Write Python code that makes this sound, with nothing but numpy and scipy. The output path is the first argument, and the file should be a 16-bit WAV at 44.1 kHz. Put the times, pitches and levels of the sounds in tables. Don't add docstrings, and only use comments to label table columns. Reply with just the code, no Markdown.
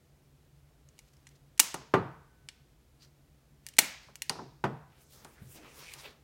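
import sys
import numpy as np
from scipy import signal
from scipy.fft import rfft, irfft
from scipy.io import wavfile
from scipy.ndimage import uniform_filter1d

SR = 44100
rng = np.random.default_rng(int(sys.argv[2]) if len(sys.argv) > 2 else 0)


def bounce(signal):
    frames = np.transpose(np.atleast_2d(signal))
    limited = np.clip(frames, -1, 1)
    pcm = np.round(limited * 32767).astype(np.int16)
    wavfile.write(sys.argv[1], SR, pcm)


N = 274743
T = np.arange(N) / SR
HIT = T[:2 ** 15]
TOP_HZ = 16100


def undb(db):
    return 10 ** (np.asarray(db) / 20)


def unit(x):
    return x / np.sqrt(np.sum(x ** 2))


def level(x, db):
    return x * undb(db) / np.std(x)


def add(out, s, x):
    i = int(s * SR)
    out[i:i + len(x)] += x[:N - i]


def colour(x, points, size=4096):
    hz, db = np.transpose(points)
    grid = np.maximum(np.fft.rfftfreq(size, 1 / SR), 1)
    curve_db = np.interp(np.log(grid), np.log(hz), db)
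    cepstrum = irfft(np.log(undb(curve_db)))
    cepstrum[1:size // 2] *= 2
    cepstrum[size // 2 + 1:] = 0
    response = irfft(np.exp(rfft(cepstrum)))
    return signal.fftconvolve(x, response)[:len(x)]


def band(x, low_hz, top_hz, order=2):
    for hz, kind in ((low_hz, "high"), (top_hz, "low")):
        sos = signal.butter(order, min(hz, SR / 2 - 1000), kind, fs=SR, output="sos")
        x = signal.sosfilt(sos, x + 1e-18)
    return x


def resonate(x, hz, width_hz):
    return signal.lfilter(*signal.iirpeak(hz, hz / width_hz, fs=SR), x)


def fade(t, t60):
    return np.exp(-np.log(1000) * t / t60)


def walk(rate):
    k = max(int(SR / rate), 2)
    steps = np.repeat(rng.standard_normal(N // k + 1), k)
    return level(uniform_filter1d(steps, k)[:N], 0)


def ring(modes, scatter_db):
    hz, db, t60 = np.transpose(modes)[:, :, None]
    gain = undb(db + scatter_db * rng.standard_normal(hz.shape))
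    sign = rng.choice([-1, 1], hz.shape)
    weight = gain * sign / np.sqrt(t60)
    return unit(np.sum(weight * fade(HIT, t60) * np.sin(2 * np.pi * hz * HIT), axis=0))


def burst(envelope, spectrum):
    x = rng.standard_normal(len(envelope)) * envelope
    for _ in range(3):
        x = irfft(np.exp(1j * np.angle(rfft(x))), len(x))
        loudness = np.sqrt(np.abs(uniform_filter1d(x ** 2, size=64)) + 1e-18)
        x = envelope * x / loudness
    return unit(colour(x, spectrum))


def blow(x, db, low_hz, top_hz):
    return unit(band(x, low_hz, top_hz)) * undb(db) * np.sqrt(SR / 100)


def friction(spectrum, grain_db, flicker_db, count=10):
    size_db = grain_db * np.minimum(rng.exponential(size=N), 6)
    slips = colour(rng.standard_normal(N) * undb(size_db), spectrum)
    pitch = np.log(np.fft.rfftfreq(N, 1 / SR) + 1)
    centres = np.log(np.geomspace(300, 14000, count))
    spread = rfft(slips)
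    shifting = np.zeros(N)
    for own in np.eye(count):
        region = irfft(spread * np.interp(pitch, centres, own), N)
        shifting += region * undb(flicker_db * walk(22))
    return level(shifting, 0)


# (frequency [Hz], density [dB per Hz])
AIR_TONE = [(15, -39.5), (25, -6), (66, -2), (89, -7), (108, -21.5), (123, -5.5), (145, 0), (170, -18.5),
            (206, -14.5), (354, -18), (734, -25), (962, -28.5), (2610, -33), (16000, -40.5)]


def background(hum_hz=140, hum_db=-73, air_db=-63, rumble_hz=44):
    hum = np.sin(2 * np.pi * hum_hz * T + 0.52 * walk(2.6)) * undb(2.8 * walk(4.7))
    air = band(colour(rng.standard_normal(N), AIR_TONE), rumble_hz, SR / 2, order=4)
    return level(air, air_db) + level(hum, hum_db)


# (frequency [Hz], t60 [s], echo level [dB])
ROOM_BANDS = [(130, 0.35, -7), (400, 0.29, -9.5), (990, 0.61, -12), (2400, .56, -14), (5500, 0.58, -15),
              (8900, 0.25, -19), (15000, 0.3, -18)]


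def room(x, build_s=0.0065, count=27):
    hz, t60, db = np.transpose(ROOM_BANDS)
    edges = np.geomspace(70, TOP_HZ, count)
    out = 0
    for low, top in zip(edges, edges[1:]):
        sos = signal.butter(2, [low, top], "band", fs=SR, output="sos")
        centre = np.log(low * top) / 2
        decay = np.interp(centre, np.log(hz), t60)
        wet_db = np.interp(centre, np.log(hz), db)
        energy = signal.sosfilt(sos, x + 1e-18) ** 2
        for seconds in (build_s, decay / (2 * np.log(1000))):
            keep = np.exp(-1 / (seconds * SR))
            energy = signal.lfilter([1 - keep], [1, -keep], energy)
        echoes = level(signal.sosfilt(sos, rng.standard_normal(N)), wet_db)
        out = out + np.sqrt(energy) * echoes
    return out


# (time [s], rub of the palm [dB], hiss of the skin [dB])
HAND_MOVES = [(4.9, -72, -95), (5.012, -68, -64.5), (5.08, -80, -69.5), (5.126, -63.5, -55),
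              (5.264, -59.5, -69), (5.286, -64, -64.5), (5.376, -65.5, -70), (5.532, -66.5, -56),
              (5.564, -53, -52), (5.598, -55, -70), (5.766, -58, -59), (5.932, -57.5, -63),
              (6.024, -56, -57), (6.058, -46, -62), (6.186, -76.5, -83), (6.22, -84, -82)]
# (frequency [Hz], level [dB])
PALM_TONE = [(100, -3.5), (250, 5), (600, 3), (1500, 0.5), (3000, -3), (6000, -7), (14000, -26.5)]
# (frequency [Hz], level [dB])
SKIN_TONE = [(1000, -22), (3000, -8), (5500, -0.5), (9000, 1), (13000, -0.5), (16000, -2)]


def hand(palm_db=0, skin_db=-1, grit_db=1.0, grit_per_s=350):
    s, *columns = np.transpose(HAND_MOVES)
    rub, hiss = (undb(np.interp(T, s, c, left=-120)) for c in columns)
    grit = undb(grit_db * walk(grit_per_s))
    palm = rub * undb(palm_db) * friction(PALM_TONE, grain_db=2.0, flicker_db=4.0)
    skin = hiss * undb(skin_db) * friction(SKIN_TONE, grain_db=1.5, flicker_db=4.5)
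    return grit * (palm + skin)


# (frequency [Hz], level [dB], t60 [s])
WOOD_MODES = [(134.2, 6.5, 0.47), (196, -4, 0.27), (267, -5, .22), (326.9, -14.5, 0.65), (383, 3.5, 0.17),
              (451, -2, 0.46), (521, -12.5, 0.21), (726, -8, 0.083), (860, -4, 0.14), (1016, -0.5, .09),
              (1183.4, -4.5, 0.1), (1507, -25, 2.2), (8005, -33.5, 0.22)]
# (frequency [Hz], density [dB per Hz])
WOOD_TONE = [(80, -5), (150, 0), (500, -5.5), (950, -2), (1400, -7), (2000, -16), (3000, -23), (5000, -30),
             (9000, -30.5), (16000, -23.5)]


def knock(db, top_hz, modes_db=-2.5, board_db=1, board_t60=0.12):
    softness = 4000 / top_hz
    contact = 0.0054 * softness ** 0.49
    low_hz = 118 / softness ** .18
    push = burst(np.exp(-(HIT / contact) ** 2 / 2), WOOD_TONE)
    board = undb(board_db) * burst(fade(HIT, board_t60), WOOD_TONE)
    modes = undb(modes_db) * ring(WOOD_MODES, scatter_db=.3)
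    onset = 1 - np.exp(-10 * HIT / contact)
    return blow(onset * (push + board + modes), db, low_hz, top_hz)


# (time [s], level [dB], top edge [Hz], high for a hard contact)
BENCH_KNOCKS = [(1.743, -35, 8780), (1.814, -52, 2994), (1.9382, -15.5, 4180), (4.085, -54, 5000),
                (4.2985, -34, 6950), (4.353, -44.5, 1500), (4.387, -38, 1300), (4.414, -44.5, 695),
                (4.6394, -22.5, 4850), (5.25, -48.5, 5000), (5.413, -43, 98)]


def bench(bounce_s=.012, bounce_db=-9.5, bounce_top_share=0.54):
    out = np.zeros(N)
    for s, db, top_hz in BENCH_KNOCKS:
        add(out, s, knock(db, top_hz))
        add(out, s + bounce_s, knock(db + bounce_db, bounce_top_share * top_hz))
    return out


# (frequency [Hz], level [dB])
SHEATH_TONE = [(500, -10.5), (2200, 1.5), (4500, 0), (8000, -4), (11000, -8.5), (16000, -12.5)]
# (middle [s], length [s], level [dB], squeak [Hz])
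SCRAPE_STROKES = [(1.081, 0.013, -66, 6840), (1.137, 0.0065, -65.5, 2088), (1.314, 0.014, -68.5, 2060),
                  (1.359, 0.011, -67, 5713), (3.037, 0.042, -61, 4700), (4.056, 0.057, -61.5, 4810),
                  (5.825, .067, -54, 5570), (5.925, 0.065, -53.5, 2280), (5.999, 0.023, -50, 4960)]


def scrapes(squeak_db=-5, squeak_share=0.2):
    slips = friction(SHEATH_TONE, grain_db=4, flicker_db=3.0)
    out = np.zeros(N)
    for s, length, db, hz in SCRAPE_STROKES:
        squeak = level(resonate(slips, hz, squeak_share * hz), squeak_db)
        stroke = np.exp(-2 * ((T - s) / length) ** 2)
        out += level(slips + squeak, db) * stroke
    return out


# (frequency [Hz], level [dB], t60 [s])
STEEL_MODES = [(899.6, -4.5, 0.029), (1844, -2, .03), (2249, -1, 0.025), (2855, 0.5, 0.046),
               (2910, -6, 0.033), (4234, -4, 0.041), (4760, -2.5, .025), (5890, 0, .025),
               (6770, -3.5, .025), (7900, -4, .025), (9000, 1, 0.022), (10260, -7, 0.033)]
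# (frequency [Hz], density [dB per Hz])
STEEL_TONE = [(120, -15), (300, -6.5), (600, -14.5), (1300, -8.5), (2000, 0.5), (2800, -2), (3500, -3),
              (5500, 0.5), (9000, 2), (12500, -4), (16000, -4.5)]


def clink(db, chatter, part_hz, low_hz, top_hz, modes_db=-5.5, rattle_db=-5, rattle_t60=0.048,
          part_db=-8, part_t60=0.013):
    crack = burst(np.exp(-(HIT / chatter) ** 2 / 2), STEEL_TONE)
    part = undb(part_db) * unit(fade(HIT, part_t60) * np.sin(2 * np.pi * part_hz * HIT))
    arms = undb(modes_db) * ring(STEEL_MODES, scatter_db=2.0)
    rattle = undb(rattle_db) * burst(fade(HIT, rattle_t60), STEEL_TONE)
    return blow(crack + part + arms + rattle, db, low_hz, top_hz)


def click(db, chatter, part_hz, top_hz, **ping):
    return clink(db, chatter, part_hz, 0.29 * part_hz, top_hz, **ping)


# (start [s], end [s], level of the creaking [dB])
JAW_SQUEEZES = [(0.883, 1.39, -78.5), (3.62, 3.788, -70)]


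def squeezes(ramp_s=.05, ticks_per_s=9.7, tick_db=9, tick_spread_db=8, tick_hz=4200, pitch_spread=0.46):
    creak = friction(SHEATH_TONE, grain_db=3.5, flicker_db=2)
    out = np.zeros(N)
    for start, end, db in JAW_SQUEEZES:
        load = np.clip(np.minimum(T - start, end - T) / ramp_s, 0, 1)
        out += undb(db) * creak * load
        count = int(ticks_per_s * (end - start))
        for when, strength, pitch in rng.random((count, 3)):
            hz = tick_hz * np.exp(pitch_spread * (2 * pitch - 1))
            loud_db = db + tick_db + tick_spread_db * strength
            tick = click(loud_db, .0015, hz, 11000, part_db=1)
            add(out, start + (end - start) * when, tick)
    return out


# (time [s], level [dB], pitch of the struck part [Hz], its ping [dB])
JAW_SLAMS = [(1.5982, -12.5, 8400, -6), (3.7882, -12, 2050, -6.5)]
# (lead [s], level re the slam [dB], chatter [s], pitch [Hz], top edge [Hz])
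CABLE_STAGES = [(.021, -41.5, .004, 4100, 11000), (.0033, -10.5, 0.0008, 2500, 12000)]
# (time [s], level [dB], chatter [s], pitch of the struck part [Hz], top edge [Hz])
LIGHT_CLICKS = [(0.9908, -52.5, 0.00028, 2240, 11900), (1.269, -54, 0.0038, 1940, 8000),
                (1.717, -51, .0008, 5870, 8000), (1.7422, -37.5, 0.0054, 1290, 10700),
                (2.4876, -43, 0.00039, 5440, 5410), (3.6661, -42.5, 0.00019, 4630, 15000),
                (3.6876, -48, .0002, 5800, 16000), (3.736, -65, 0.0017, 4270, 8900),
                (4.156, -47, 0.00082, 2280, 15400), (4.22, -34, 0.0021, 2750, 15000),
                (4.2955, -27.5, 0.0019, 4700, 8100), (5.247, -53, 0.00155, 2920, 10220),
                (5.9371, -45.5, 0.0009, 4520, 14000)]


def jaws():
    out = np.zeros(N)
    for s, db, part_hz, ping_db in JAW_SLAMS:
        for lead, stage_db, chatter, hz, top_hz in CABLE_STAGES:
            add(out, s - lead, click(db + stage_db, chatter, hz, top_hz))
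        slam = clink(db, 0.004, part_hz, low_hz=150, top_hz=16000, part_db=ping_db, part_t60=0.0052)
        add(out, s, slam)
    for s, db, chatter, part_hz, top_hz in LIGHT_CLICKS:
        add(out, s, click(db, chatter, part_hz, top_hz))
    return out


def scene():
    near = hand() + bench() + scrapes() + squeezes() + jaws()
    return (background() + room(near) + near)[None]


def record(dry, ceiling=1.0):
    rounded = ceiling * np.tanh(dry / ceiling)
    return signal.sosfilt(signal.ellip(10, .2, 80, TOP_HZ, fs=SR, output="sos"), rounded)


dry = scene()
out = record(dry)
bounce(out)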